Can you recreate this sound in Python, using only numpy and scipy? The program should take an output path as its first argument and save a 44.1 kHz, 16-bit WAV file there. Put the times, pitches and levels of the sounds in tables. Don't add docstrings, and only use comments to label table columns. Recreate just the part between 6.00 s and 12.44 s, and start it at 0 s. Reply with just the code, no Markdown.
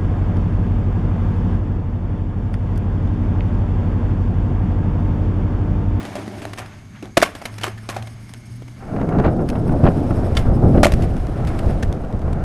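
import sys
import numpy as np
from scipy import signal
from scipy.fft import rfft, irfft
from scipy.io import wavfile
from scipy.ndimage import uniform_filter1d

SR = 44100
rng = np.random.default_rng(int(sys.argv[2]) if len(sys.argv) > 2 else 0)


def convert_level_to_amplitude(level_db):
    exponent = np.asarray(level_db, float) / 20
    return 10 ** exponent


def transcribe(u):
    v = np.clip(np.atleast_2d(u).T, -1, 1)
    q = np.round(v * 32767).astype(np.int16)
    wavfile.write(sys.argv[1], SR, q)


N = 283999
TIME = np.arange(N) / SR

# (frequency [Hz], density [dB per Hz])
SUBURB_SPECTRUM = [(12, -35), (20, -15), (75, -10.5), (101, -4), (118, -6.5), (135, -11), (147, -13),
                   (220, -10.5), (493, -40), (1610, -35), (1900, -37), (2110, -65), (2690, -41),
                   (6370, -45.5), (12500, -53), (16200, -64), (22000, -120)]
# (centre [Hz], width [Hz], level [dB])
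SINGING_BANDS = [(2195, 270, -60), (4670, 500, -71), (6450, 280, -65)]
# (time [s], level [dB])
LEAF_RUSTLE = [(0.6, -54), (0.8, -49.5), (0.87, -62), (0.98, -48), (1.12, -77), (1.4, -50), (2.42, -59),
               (2.8, -66)]
# (time [s], level [dB])
ENGINE_LEVEL = [(0.0, -31), (0.1, -42.5), (0.38, -36.5), (0.42, -56), (0.455, -30.5), (0.62, -46),
                (1.1, -50), (1.15, -55), (1.4, -75), (1.445, -40.5), (1.642, -33.5), (1.88, -35),
                (2.03, -30), (2.12, -38), (2.46, -42), (2.53, -32.5), (2.72, -39), (2.9, -38)]
# (frequency [Hz], density [dB per Hz])
WIND_SPECTRUM = [(12, 5), (20, -3), (92, -2), (216, -9), (292, -12), (412, -17.5), (735, -22), (926, -32.5),
                 (1190, -36.5), (1400, -37.5), (1940, -52.5), (2810, -67), (3150, -79.5), (5000, -99),
                 (6500, -120), (11000, -120)]
# (time [s], rumble level [dB], brightening [dB per kHz])
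GUSTS = [(2.76, -49, 15.5), (2.83, -32.5, 9), (2.95, -18.5, 5), (3.03, -15, 4.5), (3.06, -16.5, 3),
         (3.12, -15, 5.5), (3.22, -10, 5), (3.27, -22.5, 3.5), (3.33, -13.5, -0.5), (3.6, -16, 1.5),
         (3.75, -10, -1.5), (3.82, -11, 1.5), (3.87, -19, 6.5), (3.93, -13.5, -0.5), (4.42, -17.5, 5.5),
         (4.67, -8.5, -3.5), (4.82, -2.5, -8.5), (4.92, -17, -9.5), (5.0, -14, 0.5), (5.06, -15.5, -1),
         (5.18, -25, 7), (5.5, -18, 5.5), (5.76, -18, 3), (6.05, -22, 5), (6.44, -21.5, 6)]
# (time [s], level over the gusts' share [dB])
DEEP_THUD = [(2.75, -14), (3.07, -7.5), (3.63, -4), (4.1, -1.5), (4.5, 3), (5.0, 1.5), (5.6, 3.5),
             (6.44, 0)]
# (time [s], level before brightening [dB], rise to peak [ms], brightening [dB per kHz])
PUFFS = [(0.455, -19.5, 15, -42), (2.962, -23.5, 3.6, 10), (2.994, -32, 3, 12),
         (3.013, -20, 2.5, 9.5), (3.028, -19, 1.8, 6.5), (3.084, -16, 4.1, -4),
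         (3.123, -20, 2.2, 8.5), (3.186, -9, 1.6, 9.5), (3.199, -7.5, 1.4, 7.5),
         (3.236, -11, 14.3, 9.5), (3.276, -14, 4.6, 2), (3.336, -18, 2.2, -1),
         (3.388, -23.5, 5.8, 8), (3.526, -16, 3.6, 5), (3.552, -23, 4.2, 11),
         (3.677, -30, 2.7, 10), (3.691, -18.5, 2.3, 9.5), (3.832, 0, 7.4, -17),
         (3.839, -14.5, 2.5, 10.5), (3.85, -12, 4.5, 9.5), (3.863, -8.5, 3.8, 10.5),
         (3.873, -10, 2.9, 7.5), (3.886, -7, 1.7, 5), (4.105, -14.5, 2.7, 8),
         (4.259, -13.5, 4, -6), (4.625, -10.5, 19, -1), (4.738, -15.5, 15, 6),
         (4.773, -14, 4.8, 9), (5.022, -15, 7.3, -21), (5.112, -21, 9.3, -18),
         (5.294, -11, 3.3, -28), (5.592, -35, 1.2, 6), (5.631, -32, 2.2, 11), (5.697, -26, 3, 9),
         (6.14, -4.5, 2.8, -35)]
# (frequency [Hz], relative level [dB], t60 [s])
DECK_MODES = [(205, 26, 0.12), (292.6, 31.5, 0.042), (362, 20, 0.086), (437, 5, 0.047), (590, 6.5, 0.07),
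              (655, 6.5, 0.079), (745, 1.5, 0.1), (1100, -2.5, 0.05), (1215, -18, 0.038), (1373, -6, 0.059),
              (1640, -4, 0.044), (1770, -3.5, 0.06), (2140, 0, 0.053), (2520, -16, 0.04), (3030, -1, 0.046),
              (3390, -11.5, 0.047), (4590, 3, 0.037)]
# (frequency [Hz], density [dB per Hz])
HISS_SPECTRUM = [(1760, -42), (3000, 3), (3520, -16), (5290, 7.5), (5790, -2), (6440, -39), (8180, 2.5),
                 (11000, -1.5), (12500, -6), (16200, -16), (22000, -120)]
# (time [s], level [dB])
HISS_LEVEL = [(0.0, -62.5), (0.47, -56), (0.67, -62.5), (0.9, -73), (1.17, -83), (1.2, -41.5), (1.35, -61),
              (1.52, -56.5), (1.71, -59), (2.2, -59), (2.7, -65.5), (3.3, -65), (3.96, -58), (4.29, -58.5),
              (4.51, -63), (4.97, -58.5), (5.3, -63), (5.68, -58.5), (6.0, -69), (6.44, -69)]
# (time [s], level over hiss [dB])
DECK_RUMBLE = [(0.0, 29.5), (0.3, 22), (0.8, 15.5), (1.4, 11), (2.4, 6), (3.2, 17.5), (6.44, 23.5)]
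# (frequency [Hz], density [dB per Hz])
CRACK_SPECTRUM = [(350, -5), (600, -1.5), (2620, -4), (3050, -6.5), (3550, -8.5), (9100, -16.5),
                  (12500, -19.5), (16200, -61), (22000, -120)]
# (time [s], crack level [dB], peak of deck ring over crack level [dB],
# pitch most rung [Hz], contact length [ms])
DECK_KNOCKS = [(0.2766, -46.5, 29, 198, 4.2), (0.4525, -34.5, 21, 890, 1.9), (1.1692, -8.5, 9.5, 615, 9),
               (1.175, -18.5, 14, 313, 4.8), (1.176, -17, 7, 645, 4.3), (1.216, -16, 8, 1520, 2.3),
               (1.2221, -11, 11.5, 646, 7.3), (1.23, -11, 12, 1190, 1.4), (1.2313, -19, 7, 2140, 6.2),
               (1.2008, -28, 10, 330, 4.6), (1.4138, -34.5, 9, 690, 10), (1.4536, -19.5, 0, 1950, 3.3),
               (1.457, -22.5, -8, 1960, 5.2), (1.597, -36, -3, 1373, 3.4), (1.6336, -15.5, -1, 2900, 3.6),
               (1.6413, -15, -1, 1230, 1.6), (1.664, -29, 11, 1040, 6.2), (1.6728, -31.5, 10, 375, 10.5),
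               (1.679, -32, 8, 1860, 5.5), (1.701, -41, 3, 1900, 3), (1.774, -40, 6, 1780, 14),
               (1.8884, -20.5, 4, 407, 4.4), (1.9635, -29.5, 14, 745, 5.9), (2.024, -29.5, -9, 2180, 2.7),
               (2.069, -33, -1, 2230, 7.2), (2.314, -51, 10, 1050, 2.3), (2.345, -45, 10, 1640, 1.4),
               (2.619, -49.5, 21.5, 470, 6.3), (2.628, -57, 0, 3390, 3), (2.678, -39, -3, 2200, 6.2),
               (3.089, -39, 9.5, 1920, 4.5), (4.3669, -22.5, 7.5, 3390, 7.8), (4.367, -28, 12, 1480, 12),
               (4.368, -32, 4, 4590, 3.2), (4.8303, -11, 16, 670, 6.1), (4.838, -20, 10, 1670, 5),
               (4.845, -10, 2.5, 2000, 4.9), (4.8658, -18.5, 11, 553, 4), (4.9195, -18.5, 5.5, 690, 4.5),
               (4.983, -53, 9, 687, 1.6), (5.825, -22.5, 0, 1780, 7)]
# (time [s], crack level [dB],
# peak of deck ring over crack level [dB], pitch most rung [Hz], scrape over crack [dB])
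SHORT_BLOWS = [(0.0508, -35, 11, 590, 0), (0.1535, -31, 13, 590, -1), (0.4177, -37, 7.5, 810, 0),
               (0.575, -37.5, 9, 1810, -0.5), (0.5835, -25.5, -3, 736, -2.5), (1.025, -43.5, 21, 336, 0),
               (1.0547, -39.5, 4, 744, -11), (1.2303, -25, 0, 700, -31), (1.25, -31.5, 3, 1230, 2),
               (1.3502, -28.5, 0.5, 307, -6.5), (1.611, -36.5, -4, 3450, 4), (1.645, -29, 2, 703, -0.5),
               (1.897, -32.5, 4, 1220, 4), (1.944, -37, -8, 960, -2), (1.968, -42.5, 15, 745, 5.5),
               (4.35, -47, -4, 3000, 11), (4.386, -37, -14, 2000, 4), (4.8535, -13, 13, 610, -15),
               (5.02, -35.5, -26, 2000, 0.5), (5.471, -35.5, -13, 2180, 1.5)]
# (time [s], crack level [dB], contact length [ms])
GRIT_TICKS = [(0.03, -31, 2.5), (0.5326, -25.5, 5.5), (0.657, -36, 6.6), (1.5396, -36.5, 2.8),
              (1.5809, -22.5, 6.1), (2.2924, -37, 3), (2.337, -22, 1.6), (3.487, -24, 5.9),
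              (3.499, -24.5, 5), (4.9365, -20, 3.7), (5.167, -29.5, 1.7), (5.243, -36, 1.8),
              (5.2685, -30.5, 2), (5.45, -27, 1.1), (5.589, -24.5, 6.1), (5.9259, -21.5, 1.5),
              (6.047, -40, 2.5), (6.085, -46, 2.5), (6.125, -37, 2.5), (6.193, -37, 1.9), (6.217, -37, 2.8),
              (6.328, -34, 5.8)]

FADE_S = (2.75, 3.5)


def level(x, db):
    return x * convert_level_to_amplitude(db) / np.sqrt(np.mean(x ** 2))


def colour(x, points):
    hz, db = np.transpose(points)
    f = np.arange(len(x) // 2 + 1) * SR / len(x)
    return irfft(rfft(x) * convert_level_to_amplitude(np.interp(np.log(f + 1), np.log(hz), db)), len(x))


def band(x, hz, width_hz):
    edges = [hz - width_hz / 2, min(hz + width_hz / 2, SR * .45)]
    return signal.sosfilt(signal.butter(2, edges, "band", fs=SR, output="sos"), x)


def walk(rate):
    hold = int(SR / rate)
    steps = np.repeat(rng.standard_normal(N // hold + 1), hold)
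    return 1.3 * uniform_filter1d(uniform_filter1d(steps, hold), hold)[:N]


def curve(table, column, silent_db=-100.):
    rows = np.array(table)
    return np.interp(TIME, rows[:, 0], rows[:, column], left=silent_db, right=silent_db)


def suburb():
    fade = np.interp(TIME, FADE_S, convert_level_to_amplitude([0, -6]))
    murmur = level(colour(rng.standard_normal(N), SUBURB_SPECTRUM), -40) * convert_level_to_amplitude(0.5 * walk(8.3))
    for hz, width_hz, db in SINGING_BANDS:
        singing = level(band(rng.standard_normal(N), hz, width_hz), db)
        flicker = convert_level_to_amplitude(2.2 * walk(20) + .5 * walk(2.55))
        murmur = murmur + singing * flicker * fade
    leaves = level(band(rng.standard_normal(N), 1470, 1700), 0)
    leaves = leaves * convert_level_to_amplitude(curve(LEAF_RUSTLE, 1) + 2 * walk(40))
    return leaves + murmur * fade


def engine():
    idle_hz, speeds_up_s, climb_hz_per_s = 105.1, 1.5, 14
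    hz = idle_hz + climb_hz_per_s * np.maximum(TIME - speeds_up_s, 0)
    phase = 2 * np.pi * np.cumsum(hz * (1 + 0.0067 * walk(40.75))) / SR
    gain = uniform_filter1d(convert_level_to_amplitude(curve(ENGINE_LEVEL, 1)), size=800)
    return np.sqrt(2) * gain * (np.sin(phase) + convert_level_to_amplitude(-15.5) * np.sin(2 * phase))


def wind():
    steady_gust_db, deep_follows = -18, 0.35
    air = rfft(level(colour(rng.standard_normal(N), WIND_SPECTRUM), 0))
    octave = np.log2(np.arange(len(air)) * SR / N + 1)
    spikes_db = 1.53 * walk(140)
    gust_db, tilt_db = curve(GUSTS, 1), curve(GUSTS, 2, silent_db=-2)
    gust = convert_level_to_amplitude(gust_db + 1.03 * walk(24.243))
    over_db = np.maximum(gust_db - steady_gust_db, -10)
    deep_db = curve(DEEP_THUD, 1) - (1 - deep_follows) * over_db + 2.0 * walk(21.91)
    out = 0
    for hz in 14 * 2 ** np.arange(0, 9.5, .75):
        reach = min(hz, 4500) / 1000
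        deep = np.clip(np.log2(160 / hz), 0, 1)
        gain = gust * convert_level_to_amplitude(spikes_db * min(hz / 500, 1) + walk(30) + tilt_db * reach + deep_db * deep)
        for s, db, ms, push_tilt_db in PUFFS:
            t = np.arange(SR // 10) / SR / (ms / 1000)
            start = int(s * SR)
            push = convert_level_to_amplitude(db + push_tilt_db * reach) * t * np.exp(1 - t)
            gain[start:start + len(t)] += (1 - 0.17 * deep) * push
        slice_ = np.clip(1 - np.abs(octave - np.log2(hz)) / .75, 0, 1)
        out = out + gain * irfft(air * slice_, N)
    ceiling = np.interp(TIME, (2.73, 3.73), [0, 1])
    return np.clip(out, -ceiling, ceiling)


def deck(push, spread_db, near_hz, reach_octaves, struck=False):
    out = 0
    for hz, db, t60 in DECK_MODES:
        r = np.exp(-np.log(1000) / (t60 * SR))
        pole = [1, -2 * r * np.cos(2 * np.pi * hz / SR), r * r]
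        octaves_off = np.log2(hz / near_hz)
        share = np.exp(-(octaves_off / reach_octaves) ** 2)
        share *= 1 + 4 * np.exp(-(octaves_off / .15) ** 2)
        mode = signal.lfilter([1, 0, -1], pole, push)
        mode = mode / np.abs(mode).max() if struck else mode
        out = out + share * convert_level_to_amplitude(db + spread_db * rng.standard_normal()) * mode
    return out


def wheels_and_hiss():
    sizes = convert_level_to_amplitude(np.minimum(4 * rng.exponential(size=N), 14))
    clicks = rng.random(N) < 1200 / SR
    grit = rng.standard_normal(N) * (1 + clicks * sizes)
    hiss = level(colour(grit, HISS_SPECTRUM), 0)
    rumble = level(deck(grit, spread_db=0., near_hz=590, reach_octaves=2.2), 0)
    grind = level(band(grit, 1040, 1790), -17.5)
    flicker, load = convert_level_to_amplitude(4.6 * walk(70)), convert_level_to_amplitude(curve(DECK_RUMBLE, 1))
    gain = uniform_filter1d(convert_level_to_amplitude(curve(HISS_LEVEL, 1)), size=3000)
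    return gain * (flicker * (hiss + load * grind) + load * rumble)


def blow(s, crack_db, ring_db, near_hz, ms, scrape_db, rings_on_db=0):
    scrape_s, scrape_ring_db, scrape_dulls_hz = 0.036, -9, 2480
    t, length = np.arange(SR // 7) / SR, max(ms, .5) / 1000
    rise = 1 - np.exp(-t / (0.56 * length))
    jumps = np.repeat(rng.standard_normal(len(t) // 66 + 1), 66)[:len(t)]
    contact = rise * np.exp(-(t / length) ** 2) * convert_level_to_amplitude(2.5 * jumps)
    slowing = np.exp(-t / scrape_s)
    drag = rise * convert_level_to_amplitude(scrape_db + 2.26 * jumps) * slowing
    chance = rng.standard_normal((2, len(t)))
    grit = level(colour(chance[0], CRACK_SPECTRUM), 0)
    top_hz = min(3.5 * near_hz * 2 ** ((crack_db + 50) / 5), .45 * SR)
    grit = signal.lfilter(*signal.butter(2, top_hz, fs=SR), grit)
    dull = signal.lfilter(*signal.butter(2, scrape_dulls_hz, fs=SR), grit)
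    crack = grit * contact + (slowing * grit + (1 - slowing) * dull) * drag
    push = chance[1] * (contact + convert_level_to_amplitude(scrape_ring_db) * drag)
    ring = deck(push, spread_db=1.5, near_hz=near_hz, reach_octaves=.7, struck=True)
    held = np.exp(-(t / (1.6 * length)) ** 4)
    ring = ring * (held + (1 - held) * convert_level_to_amplitude(rings_on_db))
    out, start = np.zeros(N + SR), int(s * SR)
    out[start:start + len(t)] = convert_level_to_amplitude(crack_db) * (crack + convert_level_to_amplitude(ring_db) * ring / np.abs(ring).max())
    return out[:N]


def hits():
    knocks = sum(blow(*row, scrape_db=-16, rings_on_db=-18) for row in DECK_KNOCKS)
    short_blows = sum(blow(s, db, ring_db, hz, 2.44, scrape_db)
                      for s, db, ring_db, hz, scrape_db in SHORT_BLOWS)
    ticks = sum(blow(s, db, ring_db=-17, near_hz=2300, ms=ms, scrape_db=-29) for s, db, ms in GRIT_TICKS)
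    return knocks + short_blows + ticks


def house_fronts(board):
    t60_s, echo_db = 0.41, -24
    t = np.arange(SR // 3) / SR
    fronts = rng.standard_normal(len(t)) * np.exp(-np.log(1000) * t / t60_s) * (t > .012)
    return signal.fftconvolve(board, convert_level_to_amplitude(echo_db) * fronts / np.sqrt(np.sum(fronts ** 2)))[:N]


def scene():
    board = hits() + wheels_and_hiss()
    return (board + house_fronts(board) + wind() + engine() + suburb())[None]


def low_pass(x):
    return signal.sosfilt(signal.butter(12, 12720, fs=SR, output="sos"), x)


def record(dry):
    cut = signal.sosfilt(signal.ellip(10, .2, 45, 12600, fs=SR, output="sos"), dry)
    return low_pass(np.clip(cut, -1, 1))


dry = scene()
out = record(dry)
transcribe(out)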